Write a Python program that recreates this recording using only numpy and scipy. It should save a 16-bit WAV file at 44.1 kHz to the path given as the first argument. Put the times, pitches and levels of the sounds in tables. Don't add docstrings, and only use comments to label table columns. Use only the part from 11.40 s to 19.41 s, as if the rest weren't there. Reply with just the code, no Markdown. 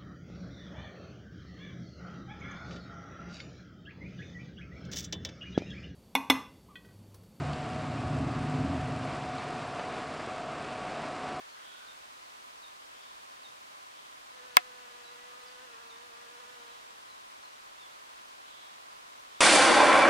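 import sys
import numpy as np
from scipy import signal
from scipy.fft import rfft, irfft, next_fast_len
from scipy.io import wavfile
from scipy.ndimage import map_coordinates

SR = 44100
rng = np.random.default_rng(int(sys.argv[2]) if len(sys.argv) > 2 else 0)


def digitize_waveform(pressure):
    field = np.atleast_2d(pressure).T
    bounded = np.clip(field, -1, 1)
    quanta = np.round(bounded * 32767).astype(np.int16)
    wavfile.write(sys.argv[1], SR, quanta)


N = 353064


def bee(sway=0.011, jitter=0.015, flutter_db=0.8, turning_db=2.0):
    # harmonic number, relative level/dB
    wing_tone = [(1, -17), (2, 0), (3, -10.5), (4, -5.5), (5, -4), (6, -2.5), (7, -3.5), (8, -5.5),
                 (9, -17), (11, -7.5), (14, -11.5), (20, -19), (30, -21)]
    # t/s, f/Hz
    wingbeat = [(2.93, 251.4), (3.15, 247.4), (3.21, 256.8), (3.5, 241.0), (4.26, 248.9), (4.27, 236.3),
                (4.39, 227.6), (4.41, 239.5), (4.51, 227.4), (4.65, 244.8), (4.71, 231.5), (5.1, 247.1),
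                (5.2, 238), (5.36, 237.6)]
    take_off_s, spin_up_s = 2.895, .085
    touch_down_s, settle_s, settled_db = 5.29, 0.12, -9.5
    fold_s, fold_fade_s = 5.63, .05
    hover_hz, hover_db, effort_db_per_hz = 243, -65, 0.07
    t = np.arange(take_off_s, fold_s, 1 / SR)
    beat_hz = np.interp(t, *np.transpose(wingbeat))
    unsteady = 1 + sway * wobble(35, len(t)) + jitter * wobble(240, len(t))
    phase = 2 * np.pi * np.cumsum(beat_hz * unsteady) / SR
    buzz = np.zeros(len(t))
    for k in range(1, 31):
        beam_db = turning_db * wobble(13, len(t)) * (k != 2)
        buzz += amp(along(wing_tone, k) + beam_db) * np.sin(k * phase + rng.uniform(0, 2 * np.pi))
    stroke = np.clip((t - take_off_s) / spin_up_s, 0, 1) * np.clip((fold_s - t) / fold_fade_s, 0, 1)
    landed = np.clip((t - touch_down_s) / settle_s, 0, 1)
    effort_db = effort_db_per_hz * (beat_hz - hover_hz)
    db = hover_db + effort_db + settled_db * landed + flutter_db * wobble(24.5, len(t))
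    out = np.zeros(N)
    add(out, take_off_s, np.sqrt(2) * buzz * stroke * amp(db))
    return out


def shell_click(rise_cycles=1.86, low_cut_hz=560, push_db=-42, push_s=.0005):
    # t/s, gain/dB
    hits = [(3.1689, 1.5)]
    # f/Hz, relative level/dB
    crack_colour = [(100, -39), (900, 2), (3000, 3), (7000, -8.5), (8700, -4.5), (11000, -13.5),
                    (13500, -6)]
    # f/Hz, relative level/dB, t60/s, left-right likeness (-1 to 1)
    modes = [(357, -29, 0.082, -0.85), (730, -19, 0.07, -0.78), (1045, 8, 0.012, -0.95),
             (1326, -17.5, 0.033, -0.13), (1666, -16, 0.025, .7), (1750, -16, 0.04, -0.93),
             (2120, -8, 0.02, 0.35), (2250, -11, .022, -0.94), (2590, -24.5, 0.041, 0.62),
             (2865, -9, 0.0081, -0.017), (3080, -15, 0.014, -0.88), (3390, -37.5, 0.063, 0),
             (3570, -8, 0.0093, 0.097), (4940, -20.5, 0.01, -0.26), (8760, -17.5, 0.0063, 0.71),
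             (15000, -13, 0.0029, 0.8)]
    crack_db, crack_t60, lean_left_db = -7, 0.0044, 5.0
    rattle_db, rattle_t60, rattle_hz, rattle_width_hz = -32, 0.098, 1800, 1000
    t = np.arange(SR // 4) / SR
    sides = np.array([[1], [-1]])
    tap = noise(crack_colour, (2, len(t))) * amp(crack_db + sides * lean_left_db - 60 * t / crack_t60)
    for hz, db, t60, alike in modes:
        envelope = amp(db - 60 * t / t60) * (1 - np.exp(-t * hz / rise_cycles))
        spread = sides * np.arccos(alike) / 2
        tap += envelope * np.sin(2 * np.pi * hz * t + spread)
    tap = signal.sosfilt(signal.butter(2, low_cut_hz, "highpass", fs=SR, output="sos"), tap)
    tap += amp(push_db) * t / push_s * np.exp(1 - t / push_s)
    hump = lambda hz: hz / (rattle_hz + hz) / (1 + ((hz - rattle_hz) / rattle_width_hz) ** 2)
    rattle = unit(filtered(rng.standard_normal((2, len(t))), hump))
    tap += rattle * amp(rattle_db - 60 * t / rattle_t60)
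    out = np.zeros((2, N))
    for s, db in hits:
        add(out, s, amp(db) * tap)
    return out


def whistling_birds():
    # t/s, held f/Hz, level/dB
    hooks = [(.465, 3630, -57.5), (1.216, 3670, -58), (1.608, 4600, -69), (2.029, 3660, -57),
             (3.63, 3925, -60.5), (4.055, 4640, -63), (4.49, 3610, -58)]
    # t/s, final f/Hz, level/dB
    slurs = [(.086, 4050, -65), (.82, 4100, -69), (5.27, 3750, -67), (5.68, 3750, -66), (6.025, 3880, -66),
             (6.395, 3300, -58.5), (7.5, 4360, -69)]
    # t/s, final f/Hz, level/dB
    flicks = [(6.5, 4080, -64)]
    song = chirps(hooks, length_s=.074, ratio=1.31, glide_s=.011, bend=1.52)
    song += chirps(slurs, length_s=.082, ratio=1.16, glide_s=.04, bend=0.95)
    song += chirps(flicks, length_s=.042, ratio=.79, glide_s=.018, bend=1.5)
    return outdoor_echo(song, t60=0.34, direct_db=-1.8, echo_db=-8)


def chirps(calls, length_s, ratio, glide_s, bend, waver=0.0087, fade_db=4):
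    out = np.zeros(N)
    t = np.arange(int(length_s * SR)) / SR
    glide = 1 + (ratio - 1) * np.exp(-(t / glide_s) ** bend)
    swell = np.sqrt(2 * np.sin(np.pi * t / length_s)) * amp(fade_db * (1 - t / length_s))
    for s, end_hz, db in calls:
        hz = end_hz * glide * (1 + waver * wobble(143, len(t)))
        add(out, s, amp(db) * swell * tone(hz))
    return out


def hoarse_birds():
    # t/s, length/s, centre f/Hz, level/dB
    rasps = [(.13, 0.32, 3356, -58.5), (1.49, 0.28, 3450, -62), (2.47, 0.23, 3380, -61.5),
             (5.18, 0.22, 3420, -65), (6.99, 0.32, 3530, -59), (7.86, 0.24, 3450, -60.5)]
    # t/s, length/s, centre f/Hz, level/dB
    cry = [(.2, .36, 1495, -61.5)]
    # t/s, length/s, centre f/Hz, level/dB
    squawks = [(0, 0.042, 1807, -57), (.135, 0.08, 1720, -57.5)]
    calls = warbles(rasps, depth=.075, rise=.14)
    calls += warbles(cry, depth=0.05, rise=0.027)
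    calls += warbles(squawks, depth=0.238, rise=0.027)
    return outdoor_echo(calls, t60=0.69, direct_db=-3.5, echo_db=1.0)


def warbles(calls, depth, rise):
    out = np.zeros(N)
    for s, length_s, centre_hz, db in calls:
        progress = np.arange(int(length_s * SR)) / (length_s * SR)
        hz = centre_hz * (1 + rise * (progress - .5) + depth * wobble(500, len(progress)))
        add(out, s, np.sqrt(2) * amp(db) * np.sin(np.pi * progress) * tone(hz))
    return out


def outdoor_echo(x, t60, direct_db, echo_db):
    t = np.arange(SR // 2) / SR
    tail = rng.standard_normal((2, len(t))) * amp(-60 * t / t60)
    echo = signal.fftconvolve(x[None], tail / np.linalg.norm(tail[0]), axes=1)[:, :N]
    return amp(direct_db) * x + amp(echo_db) * echo


def hiss(mid_db=-57, side_db=-50.5, drift_db=-0.1, whine_waver=0.0089, whine_swell_db=1.5):
    # f/Hz, relative level/dB
    mid_colour = [(12, -41), (20, -10.5), (185, -11.5), (266, -7), (372, -7.5), (614, -5.5), (667, -5),
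                  (1230, -2), (2680, -3.5), (3540, -4.5), (3960, -5), (8640, -12.5), (15500, -24)]
    # f/Hz, relative level/dB
    side_colour = [(12, -53), (20, -19), (140, -25), (202, -21.5), (614, -6.5), (906, -5), (1040, 2),
                   (1230, -4), (1340, -6.5), (1770, -10.5), (2610, -13.5), (3640, -15), (4190, -17.5),
                   (7310, -23.5), (15500, -37)]
    # f/Hz, level/dB
    whine = [(619.1, -82), (1238, -77.5)]
    mid = noise(mid_colour) * amp(mid_db + drift_db * wobble(2.42))
    side = noise(side_colour) * amp(side_db + drift_db * wobble(3))
    for hz, db in whine:
        swell = np.sqrt(2) * amp(db + whine_swell_db * wobble(3.14))
        mid += swell * tone(hz * (1 + whine_waver * wobble(30)))
    return np.array([mid + side, mid - side]) * amp([[-.2], [.2]])


def amp(db):
    return 10 ** (np.asarray(db) / 20)


def unit(x):
    return x / np.sqrt(np.mean(x ** 2) + 1e-20)


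def along(points, hz):
    f, v = np.transpose(points)
    return np.interp(np.log(hz + 1e-3), np.log(f + 1e-3), v)


def tone(hz):
    return np.sin(2 * np.pi * np.cumsum(hz) / SR)


def wobble(rate, size=N):
    knots = rng.standard_normal(int(size * rate / SR) + 4)
    coarse = np.arange(0, size + 16, 16)
    return np.interp(np.arange(size), coarse, map_coordinates(knots, [coarse * rate / SR]))


def filtered(x, response):
    size = x.shape[-1]
    padded = next_fast_len(size + SR // 2)
    return irfft(rfft(x, padded) * response(np.fft.rfftfreq(padded, 1 / SR)), padded)[..., :size]


def noise(colour, size=N):
    return unit(filtered(rng.standard_normal(size), lambda hz: amp(along(colour, hz))))


def add(track, s, sound):
    part = track[..., max(round(s * SR), 0):][..., :sound.shape[-1]]
    part += sound[..., :part.shape[-1]]


def scene():
    return bee() + whistling_birds() + hoarse_birds() + shell_click() + hiss()


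def record(dry, top_hz=15950, slope_width_hz=500):
    band_limit = lambda hz: np.clip((top_hz - hz) / slope_width_hz + .5, 0, 1)
    return filtered(np.clip(dry, -1, 1), band_limit)


dry = scene()
out = record(dry)
digitize_waveform(out)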